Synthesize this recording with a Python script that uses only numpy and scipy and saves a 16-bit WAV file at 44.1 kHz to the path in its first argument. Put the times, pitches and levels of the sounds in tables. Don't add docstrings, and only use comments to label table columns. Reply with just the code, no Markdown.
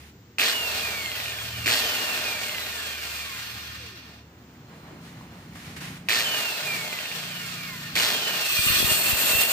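import sys
import numpy as np
from scipy import signal
from scipy.fft import rfft, irfft, next_fast_len
from scipy.io import wavfile
from scipy.ndimage import uniform_filter1d

SR = 44100
rng = np.random.default_rng(int(sys.argv[2]) if len(sys.argv) > 2 else 0)


def transcribe(signal):
    frames = np.atleast_2d(signal).T
    limited = np.clip(frames, -1, 1)
    pcm = np.round(limited * 32767).astype(np.int16)
    wavfile.write(sys.argv[1], SR, pcm)


N = 419832
T = np.arange(N) / SR
SIZE = next_fast_len(N + SR // 2)
HZ = np.arange(SIZE // 2 + 1) * SR / SIZE + 1e-3

# press in seconds, hold in seconds, gear mesh rate in Hz that the
# motor pulls towards, relative level in dB.
SPINS = [(.3845, .14, 2961, 0), (1.660, .14, 3223, .5), (6.0863, .1385, 3151, -0.27),
         (7.954, 0.164, 3260, 0.8)]
# time in seconds, mesh rate in Hz,
# whine in dB relative to the rattle.
LOADED = [(8.4, 2800, 0), (8.5, 2620, 0), (8.59, 2410, -3), (8.65, 2420, -12), (8.95, 2520, -12),
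          (9.02, 2600, -3), (9.1, 2720, -3), (9.18, 2640, -12), (9.3, 2670, 0), (9.4, 2735, -1),
          (9.52, 2765, -5)]
# time in seconds, rattle in dB, air hiss in dB, screech above 3 kHz
# in dB over the rattle (capped where it is used).
CUT = [(8.4, -30.5, -35.5, 0), (8.536, -27.5, -29, -2.5), (8.558, -26, -29, -2), (8.58, -28.5, -31.5, -1),
       (8.658, -27.5, -27.5, -3.5), (8.718, -24.5, -30, -5), (8.802, -24.5, -27, -1),
       (8.896, -28, -29.5, -6), (8.902, -27, -27.5, -2), (9.054, -27, -28, -5.5), (9.104, -26, -26.5, -7),
       (9.132, -28, -28.5, -4), (9.416, -25.5, -25.5, -5), (9.47, -28.5, -29.5, -3), (9.52, -25.5, -25, -7)]
# time in seconds, share that the blade rings 0-1, hum in dB.
BITE = [(8.4, 0, -40), (8.5, 0.9, -44.5), (8.6, 0.99, -50), (8.74, 0.93, -46), (8.86, 0.87, -41.5),
        (9.2, 0.58, -41), (9.35, 0.77, -38.5), (9.52, .55, -38.5)]
# centre in Hz, width in Hz, relative level in dB.
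HOUSING = [(440, 40, -7), (613, 18, -2), (690, 20, -4), (1216, 30, -7), (1433, 30, -2), (1606, 36, -3),
           (1816, 32, 1), (2181, 36, -4), (2440, 20, 4), (2716, 70, -2), (2803, 22, 2), (3363, 28, -4),
           (4326, 24, -2), (4420, 110, -9), (7550, 100, -12), (8780, 280, -17), (12100, 360, -18),
           (14150, 900, -15)]


def undb(db):
    return 10 ** (np.asarray(db) / 20)


def unit(x):
    return x / np.sqrt(np.mean(x ** 2))


def over_hz(table):
    hz, value = np.transpose(table)
    return np.interp(np.log(HZ), np.log(hz), value)


def over_time(table, column):
    columns = np.transpose(table)
    return np.interp(T, columns[0], columns[column])


def filt(x, gain):
    return irfft(rfft(x, SIZE) * gain, SIZE)[..., :N]


def band(x, lo_hz, hi_hz):
    return filt(x, 1 / np.sqrt((1 + (lo_hz / HZ) ** 8) * (1 + (HZ / hi_hz) ** 8)))


def modes(table):
    total = 0
    for k, (hz, width, db) in enumerate(table):
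        detuning = (HZ / hz - hz / HZ) * hz / width
        total = total + (-1) ** k * undb(db) / (1 + 1j * detuning)
    return total


def walk(rate):
    k = int(SR / rate)
    held = np.repeat(rng.standard_normal(N // k + 1), k)
    return 1.37 * uniform_filter1d(uniform_filter1d(held, k), k)[:N]


def lead():
    # frequency in Hz, lead of the left port in radians.
    phase_lead = [(0, 0), (690, 0.5), (1290, 1.5), (2240, 0.8), (2840, 1.5), (3450, 2.5), (4390, 6),
                  (6200, 7.5), (8350, 6), (10200, 35), (12500, 10), (12800, 15), (14300, 25), (15200, 15),
                  (16400, 24.4)]
    return np.exp(1j * np.interp(HZ, *np.transpose(phase_lead)))


def noise_pair(gain):
    # frequency in Hz, likeness of the ports 0-1.
    coherence = [(100, 0.99), (500, 1), (1000, 0.57), (3000, 0.11), (8000, 0.03)]
    shared, own = rfft(rng.standard_normal((2, SIZE)))
    alike = np.clip(over_hz(coherence), 0, 1)
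    left = alike * shared * lead() + np.sqrt(1 - alike ** 2) * own
    return np.array([left, shared]) * gain


def hiss(gain):
    return unit(irfft(noise_pair(gain), SIZE)[:, :N])


def patchy(gain, levels_db, flicker_db, edges_hz):
    pair, out = noise_pair(gain), 0
    for db, lo, hi in zip(levels_db, edges_hz, edges_hz[1:]):
        inside = (HZ >= lo) & (HZ < hi)
        scale = SIZE / np.sqrt(np.sum(abs(pair[:, inside]) ** 2))
        cuts = np.geomspace(lo, hi, num=3)
        for a, b in zip(cuts, cuts[1:]):
            piece = irfft(pair * (HZ >= a) * (HZ < b), SIZE)[:, :N]
            out = out + piece * scale * undb(db + flicker_db * walk(18))
    return out


def room(x, wet_db=-5, t60_s=0.24):
    t = T[:SR // 2]
    tail = rng.standard_normal((2, len(t))) * undb(-60 * t / t60_s) * (t > .003)
    tail = tail / np.sqrt(np.sum(tail ** 2, 1, keepdims=True))
    echo = rfft(tail * undb(wet_db), SIZE)
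    direct = np.array([lead(), np.ones(len(HZ))])
    return filt(x, direct + echo) / np.sqrt(1 + undb(2 * wet_db))


def pulses(hz, jitter, scatter_db):
    gap, size = rng.standard_normal((int(N / SR * hz * 2), 2)).T
    at = (np.cumsum(np.clip(1 + jitter * gap, .1, 3)) / hz * SR).astype(int)
    out = np.zeros(N)
    out[at[at < N]] = undb(scatter_db * size[at < N])
    return out


def rings(rows, cycles):
    out, t = np.zeros(N + SR // 4), T[:SR // 4]
    for s, db, hz in rows:
        swing = np.sin(2 * np.pi * hz * t) * np.exp(-t * hz / cycles)
        out[int(s * SR):][:len(t)] += undb(db) * swing
    return out[:N]


def noise_floor():
    # frequency in Hz, relative density in dB per Hz.
    floor_colour = [(24, -45), (40, -14.5), (109, -4), (474, -15.5), (536, -23), (1820, -24.5), (2650, -28),
                    (5750, -31.5), (7560, -32), (10200, -80), (15600, -22.5)]
    floor = hiss(undb(over_hz(floor_colour)))
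    level_db = -54.5 + 1.0 * walk(4.58)
    return floor * undb(level_db) / np.std(band(floor, 260, 18500))


def engine(table, low, others):
    s, hz, low_db, high_db = np.transpose(table)
    turn = 2 * np.pi * np.cumsum(np.interp(T, s, hz)) / SR
    low_db, high_db = (np.interp(T, s, db, -99, -99) for db in (low_db, high_db))
    out = undb(low_db) * np.sin(low * turn) + undb(high_db) * np.sin((low + 1) * turn + 1)
    for k, db in others:
        out = out + undb(high_db + db + 2.7 * walk(4.1)) * np.sin(k * turn + k * k)
    return np.sqrt(2) * out


def engines():
    # time in seconds, firing rate in Hz, level in dB of the 2nd and of the 3rd multiple.
    fast_engine = [(0.0, 36.6, -48, -59), (0.28, 36.6, -70, -67), (0.7, 37.9, -50, -57),
                   (1.33, 38, -54, -49), (1.61, 39, -44, -40), (1.75, 37.86, -57, -48),
                   (1.78, 37.5, -49, -72), (1.84, 35.6, -51, -55), (1.95, 37.9, -62, -56),
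                   (2.64, 37.6, -53, -58), (3.2, 35.9, -49, -70), (3.34, 38.07, -57, -53.5),
                   (3.78, 37.18, -48.5, -50.5), (3.83, 38.5, -48, -48), (3.97, 38.26, -67, -59),
                   (4.09, 35.85, -52, -58), (4.33, 37.9, -56, -69), (4.6, 35.7, -75, -69)]
    # time in seconds, firing rate in Hz, level in dB of the 5th and of the 6th multiple.
    slow_engine = [(4.4, 28.2, -66, -64), (4.67, 28.85, -57, -57.5), (5.18, 28.88, -51, -49),
                   (5.45, 28.42, -57, -57), (5.49, 28.76, -59, -50.5), (5.76, 29.23, -49, -54),
                   (5.86, 29.54, -45.5, -46), (6.08, 29.54, -53, -48), (6.14, 29.63, -73, -65),
                   (6.27, 29.63, -52, -58), (6.56, 29.28, -65, -66), (6.65, 29.44, -48, -52),
                   (6.82, 29.13, -52, -48), (7.07, 28.9, -68, -62), (7.16, 29.24, -49.5, -47.5),
                   (7.92, 29.14, -47.5, -46.5), (8.12, 29.66, -60, -56), (8.37, 29.35, -53.5, -50),
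                   (8.49, 29.2, -64, -68), (8.6, 29.1, -50, -54)]
    # multiple of the firing rate, mean level in dB over the 3rd.
    fast_orders = [(2.5, -9), (3.5, -13), (5, -16), (7, -16)]
    # multiple of the firing rate, mean level in dB over the 6th.
    slow_orders = [(4, -8), (7, -13), (8, -11), (9, -13)]
    # time in seconds, level in dB.
    traffic = [(0, -90), (1.6, -52), (2.9, -60), (4.3, -53.5), (5.2, -49.5), (5.9, -43.5), (6.5, -63),
               (7.2, -58), (8, -45.5), (8.5, -69)]
    boom = unit(band(rng.standard_normal(N), 61, 270.0)) * undb(over_time(traffic, 1))
    drone = engine(fast_engine, 2, fast_orders) + engine(slow_engine, 5, slow_orders)
    return room(drone + boom, -46.0)


def scuffs():
    # time in seconds, relative level in dB, that of a dull drag in dB.
    shuffle = [(0.0, -51, -76), (.1, -57, -78), (.14, -80, -78), (4.25, -73, -59.5), (4.4, -64, -60),
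               (4.65, -64, -58), (4.69, -63, -56), (4.76, -59, -53), (4.79, -60, -53.5), (4.88, -60, -52),
               (4.93, -57, -50.5), (5.0, -59, -53), (5.06, -54, -55), (5.1, -54, -55), (5.3, -57, -51.5),
               (5.52, -56.5, -57), (5.55, -51, -58), (6.0, -68, -55), (6.08, -52, -54), (6.1, -90, -92)]
    # start in seconds, length in seconds, relative level in dB.
    rubs = [(5.208, 0.018, -57), (5.55, 0.2, -47.5), (5.761, 0.012, -39.5), (5.802, 0.054, -40),
            (5.867, 0.11, -47)]
    # centre in Hz, width in Hz, relative level in dB.
    tool_body = [(738, 120, 0), (1440, 80, -3), (1850, 70, 3), (2450, 70, 1), (2820, 60, -2)]
    # time in seconds, relative level in dB, ring in Hz.
    tap_rows = [(4.91, -38, 377), (4.93, -39, 333), (4.95, -44, 300), (5.211, -35, 1020),
                (5.558, -35, 1270), (5.766, -36, 2200)]
    attack_s, fade_db_per_s = 0.0062, 244
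    power = undb(2 * over_time(shuffle, 1))
    for on, length, rub_db in rubs:
        fade_db = fade_db_per_s * np.clip(T - on - length, 0, 1)
        power = power + np.clip((T - on) / attack_s, 0, 1) * undb(2 * (rub_db - fade_db))

    contact = modes([(1960, 2000, 5), (15000, 630, -28)])
    colour = np.hypot(abs(contact), abs(modes(tool_body)))
    colour = np.hypot(colour, undb(-38))
    drag = hiss(colour) * np.sqrt(power) * undb(1.0 * walk(18))
    dull = hiss(abs(modes([(706, 1600, 0)])) ** 2) * undb(over_time(shuffle, 2) + 1.2 * walk(30))

    on, off = 4.5, 5.6
    whistle = hiss(abs(modes([(4140, 110, 0)])) ** 2) * undb(-68)
    whistle = whistle * np.interp(T, [on, on + .2, off, off + 0.39], [0, 1, 1, 0])
    taps = undb(4) * rings(tap_rows, 1.8)
    return (drag + dull) * undb(0.49 * walk(70) + 1.5) + whistle + room(taps)


def dust():
    # time in seconds, level at the left port in dB, ring in Hz.
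    puffs = [(8.589, -9.5, 91.5), (8.665, -10, 100), (8.7, -9, 84.5), (8.721, -11, 81), (8.764, -15, 123.7),
             (8.803, -8, 203), (8.828, -3, 398), (8.844, -8, 94), (8.915, -7, 137), (9.129, -9, 73),
             (9.239, -11, 396), (9.309, -12, 238), (9.334, -10, 348), (9.349, -10, 82.5), (9.385, -15, 110)]
    # time in seconds, relative level in dB.
    blast = [(8.45, -61), (8.53, -48.5), (8.7, -42), (8.94, -40.5), (9.15, -43.5), (9.19, -49), (9.35, -40),
             (9.5, -53)]
    out = rings(puffs, 0.21) * undb([[0], [-35]])
    rumble = unit(band(rng.standard_normal((2, N)), 55, 430)) * undb([[4.0], [-8.0]])
    blast_db = np.interp(T, *np.transpose(blast), -99)
    return out + rumble * undb(blast_db + 1.8 * walk(40))


def rotor():
    step, hz, out = .001, 0., []
    run_up_s = .025
    friction, grease, fan = 1040, .1136, 2.8e-5
    for t in np.arange(0, N / SR + step, step):
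        top = [peak for on, held, peak, *_ in SPINS if on <= t < on + held]
        if top:
            change = (top[0] - hz) / run_up_s
        else:
            change = -friction - grease * hz - fan * hz ** 2
        hz = max(hz + step * change, 0)
        out.append(hz)
    free = np.interp(T, step * np.arange(1, len(out) + 1), out)
    return np.where(T < LOADED[0][0], free, over_time(LOADED, 1))


def loudness(mesh_hz):
    # mesh rate in Hz, housing rattle in dB, body hum in dB, air hiss in dB.
    coasting = [(0, -67, -70, -80), (159.7, -51.5, -62, -65), (419.3, -45, -68, -56.5),
                (800, -40.5, -59, -48.5), (1340, -38, -53.5, -44), (1580, -38, -51, -44),
                (2060, -36, -46.5, -41.5), (2570, -32.5, -43, -40), (3280, -30, -40, -36)]
    torque_levels = (-24, -39, -32)
    lag_depths = (5.5, 5.5, 3)
    lag_s = 0.058
    full_torque_s, torque_tail_s = 0.07, 0.033
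    beat_hz, beat_dip_db = 117, 7

    on, held, _, spin_db = np.transpose(SPINS)
    spin = np.clip(np.searchsorted(on, T, "right") - 1, 0, None)
    since = T - on[spin]
    end = held[spin] + torque_tail_s
    torque = np.clip((end - since) / (end - full_torque_s), 0, 1) * (since >= 0)
    starting = np.exp(-abs(since) / lag_s)

    hz, *coast = np.transpose(coasting)
    free = []
    for coast_db, full_db, lag_db in zip(coast, torque_levels, lag_depths):
        driven_db = full_db - lag_db * starting
        free.append((1 - torque) * np.interp(mesh_hz, hz, coast_db) + torque * driven_db + spin_db[spin])
    free[0] = free[0] - beat_dip_db * torque * (since * beat_hz % 1 - .5)
    cut = over_time(CUT, 1), over_time(BITE, 2), over_time(CUT, 2)
    cutting = T >= CUT[0][0]
    return [np.where(cutting, c, np.where(mesh_hz > 0, f, -99)) for f, c in zip(free, cut)]


def whine(mesh_hz, power, bite):
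    # cycles per rotor turn, relative level in dB when coasting, relative level in dB when powered.
    rotor_orders = [(1, -22, -13), (2, -22, -3), (11, -18, -22), (12, 1, -14), (13, -17, -22),
                    (16, -15, -22), (17, -16, -22), (18, -14, -22), (19, -7, -22), (20, -13, -22),
                    (23, -14, -22), (24, -3, -20), (25, -14, -22), (28, -15, -22), (36, -13, -22),
                    (39, -11, -22), (48, -15, -22), (60, -9, -22)]
    pinion_teeth, waver_db = 12, 2.8
    wander = (0.00042 + 0.0014 * bite) * walk(60)
    turn = 2 * np.pi * np.cumsum(mesh_hz * (1 + wander)) / SR / pinion_teeth
    total = 0
    for k, coast_db, on_db in rotor_orders:
        level_db = coast_db + power * (on_db - coast_db) + waver_db * walk(28) + 0.5
        total = total + undb(level_db) * np.sin(k * turn)
    return total


def knocks(push):
    # time in seconds, relative level in dB, ring in Hz.
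    hard_knocks = [(0.3843, -7.5, 2620), (0.3972, -4, 2610), (0.4068, -12, 2840), (0.4166, -5, 2660),
                   (0.4263, -11, 2150), (0.4331, -8, 2370), (0.4415, -17, 2445), (0.4496, -17, 1790),
                   (0.4589, -18, 2580), (0.4666, -16.7, 3850), (0.498, -16.6, 4240), (1.6595, -9, 2437),
                   (1.6687, -7, 2400), (1.678, -6.5, 1960), (1.6866, -6, 2690), (1.7014, -9, 2470),
                   (1.7111, -13, 2370), (1.7212, -15, 2470), (1.7371, -19, 4330), (1.7454, -12, 3600),
                   (1.7531, -16.1, 3600), (1.7614, -28, 1880), (6.0869, -5.5, 2500), (6.0953, -8, 1830),
                   (6.1049, -6, 2420), (6.1139, -7, 2530), (6.1227, -11, 2450), (6.1315, -9, 2150),
                   (6.1384, -19, 2610), (6.1472, -10, 2520), (6.1545, -16, 3320), (6.1954, -14, 2410),
                   (6.2069, -13, 2310), (7.957, -14, 1960), (7.9653, -9, 2220), (7.9735, -8, 2250),
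                   (7.9819, -16, 4390), (7.9991, -7, 2860), (8.0091, -14, 2710), (8.0165, -19, 2400),
                   (8.0357, -10, 4320), (8.0434, -15.2, 4270), (8.059, -11, 4490), (8.0687, -13, 4390),
                   (8.0788, -13, 4410)]
    body = modes([(1940, 370, 8.3), (2500, 3300, 3.0), (3900, 1670, 8.3)]) + .5 * modes(HOUSING)
    small = pulses(390, .6, 1.7)
    small_rung = filt(small * push, body) / np.std(filt(small, body))
    return small_rung + undb(-2) * band(rings(hard_knocks, 3), 1250, 9000)


def singing(db):
    # start in seconds, end in seconds,
    # first frequency in Hz, last frequency in Hz, relative level in dB over the rattle.
    blade_songs = [(8.46, 8.76, 2800, 2800, -8), (8.52, 8.9, 2445, 2455, -11), (8.82, 9.02, 2810, 2803, -7),
                   (9.04, 9.24, 2712, 2716, -8), (9.22, 9.33, 2820, 2800, -9), (9.4, 9.56, 2712, 2720, -8),
                   (8.41, 8.47, 3205, 3205, -12), (8.58, 8.76, 3615, 3632, -14),
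                   (8.75, 8.88, 3362, 3362, -10), (8.8, 8.88, 3807, 3807, -13),
                   (9.22, 9.42, 3750, 3745, -13), (9.18, 9.32, 3355, 3370, -13),
                   (8.46, 8.82, 4326, 4330, -11), (8.88, 9.12, 4350, 4344, -11),
                   (9.4, 9.56, 4365, 4365, -10), (8.75, 8.83, 4918, 4918, -13),
                   (8.55, 8.74, 8700, 8735, -10), (8.78, 8.88, 9900, 9900, -14),
                   (8.46, 8.78, 13590, 13570, -8), (8.54, 8.74, 15270, 15220, -8),
                   (8.68, 9.1, 11700, 12190, -11), (9.08, 9.5, 12190, 12370, -11),
                   (8.76, 9.16, 13840, 14200, -10), (9.12, 9.56, 14220, 14300, -7),
                   (8.88, 9.12, 14500, 14620, -12)]
    fade_s, sharpness, pure_tone = .04, 45, .35
    out = np.zeros((2, N))
    start = int(CUT[0][0] * SR)
    t = T[start:]
    for on, off, first_hz, last_hz, mode_db in blade_songs:
        hz = np.interp(t, [on, off], [first_hz, last_hz])
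        turn = 2 * np.pi * np.cumsum(hz) / SR + rng.uniform(0, 2 * np.pi, (2, 1))
        a, b = (walk(first_hz / sharpness)[:len(t)] for _ in range(2))
        swell = np.clip(np.minimum(t - on, off - t) / fade_s, 0, 1) * undb(db[start:] + mode_db)
        out[:, start:] += swell * ((pure_tone + a) * np.sin(turn) + b * np.cos(turn))
    return out


def saw():
    # frequency in Hz, relative density in dB per Hz.
    housing_hiss = [(120, -46), (200, -10), (293, -12), (437, -11.5), (534, -11.5), (618, -8), (741, -6.5),
                    (1150, -7), (2290, -6.5), (2420, -7), (3290, -5), (4330, -5), (10500, -20.5),
                    (13900, -18.5), (15400, -17.5)]
    # centre in Hz, width in Hz, relative level in dB.
    blade_modes = [(608, 33, -8), (1210, 31, -8), (1440, 30, -9), (1810, 44, -7), (2000, 27, -9),
                   (2445, 24, -3), (2715, 90, -2), (2803, 14, 3), (3055, 24, -7), (3360, 28, -5),
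                   (3630, 46, -9), (4328, 18, -2), (4420, 60, -8), (4910, 35, -10), (5860, 220, -12),
                   (7620, 300, -11), (8700, 260, -9), (9900, 36, -12), (11500, 50, -11), (12110, 200, -13),
                   (12900, 110, -13), (13590, 30, -12), (14290, 120, -11), (15220, 24, -11)]
    # frequency in Hz, relative density in dB per Hz.
    blade_hiss = [(180, -42), (300, -24), (534, -18), (900, -15), (2270, -14), (3000, -11), (4310, -11),
                  (6400, -20), (8750, -22), (10800, -23), (14100, -19), (15400, -15)]
    # frequency in Hz, gain in dB.
    radiation = [(120, -30), (240, -10), (500, -14), (600, -26), (850, -22), (1050, -14), (1500, -13),
                 (1900, -7), (2100, -3), (2250, -4), (2420, 2), (2545, -8), (2720, 1), (2830, -3),
                 (2950, 1), (3050, -3), (3200, 0), (3500, -3), (3900, -4), (4300, -6), (4550, -11),
                 (4800, -17), (5500, -19), (7000, -15), (9200, -15), (11000, -28)]
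    # time in seconds,
    # relative level in dB, ring in Hz.
    resonance_ticks = [(0.8464, -23, 2500), (0.875, -19, 2430), (0.8996, -23, 2400), (1.006, -20, 2830),
                       (1.06, -16, 3080), (1.1174, -16, 2830), (1.1533, -25, 2700), (1.2012, -17, 2480),
                       (1.259, -17, 2480), (1.2815, -21, 2480), (1.3202, -18, 2500), (1.387, -20, 2400),
                       (2.3276, -20, 2450), (2.381, -25, 2340), (2.4945, -15, 2810), (2.5476, -18, 2750),
                       (2.583, -16, 2800), (2.667, -22, 2660), (2.7062, -26, 2697), (2.7303, -26, 2426),
                       (2.8414, -30, 2430), (6.7524, -39, 2320), (6.8129, -24, 2400), (6.8668, -22, 2450),
                       (6.929, -16, 2420), (6.989, -15, 2680), (7.0568, -17, 2690), (7.1157, -18, 2440),
                       (7.1643, -29, 2474), (7.2374, -22, 2480)]
    current_dies_s = .012
    mesh_hz = rotor()
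    rattle_db, hum_db, air_db = loudness(mesh_hz)
    power = sum((T >= on) * np.exp(-np.clip(T - on - held, 0, 1) / current_dies_s) for on, held, *_ in SPINS)
    bite = np.clip(over_time(BITE, 1), 0, 1)
    screech_db = np.minimum(over_time(CUT, 3), -1)

    housing_colour = np.hypot(abs(modes(HOUSING)), undb(over_hz(housing_hiss) - 2.0))
    housing_db = (hum_db, rattle_db - 1.8 * power, air_db)
    housing = patchy(housing_colour, housing_db, 0.65, (180, 1000, 6500, 16000))
    blade_colour = np.hypot(abs(modes(blade_modes)), undb(over_hz(blade_hiss) - 0.5))
    blade_db = (hum_db, rattle_db - 3.5, rattle_db + screech_db, air_db)
    blade = patchy(blade_colour, blade_db, 0.55, (180, 1000, 3100, 6500, 16000))
    chatter = undb((0.81 + 0.6 * bite) * walk(30) + 0.75 * walk(150) + 2.0)
    noise = chatter * (np.sqrt(1 - bite) * housing + np.sqrt(bite) * blade)

    tones = whine(mesh_hz, power, bite) * undb(rattle_db + over_time(LOADED, 2))
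    tones = filt(tones, undb(over_hz(radiation)))
    clatter = knocks(power * undb(rattle_db)) + undb(-2) * rings(resonance_ticks, 4)
    return noise + singing(rattle_db) + room(tones + clatter, -12)


def scene():
    # frequency in Hz, left minus right level in dB.
    port_balance = [(60, -2), (110, 4), (200, 0), (380, 1.5), (700, -3), (1290, 0), (2380, -3),
                    (4400, -0.5), (8120, 0.0), (15000, 3)]
    lean = undb(np.outer([.5, -.5], over_hz(port_balance)))
    return noise_floor() + engines() + dust() + filt(scuffs() + saw(), lean)


def record(dry):
    top_hz = 15390
    thin = signal.sosfilt(signal.butter(3, 58, "high", fs=SR, output="sos"), dry)
    return signal.sosfilt(signal.ellip(12, .2, 80, top_hz, fs=SR, output="sos"), thin)


dry = scene()
out = record(dry)
transcribe(out)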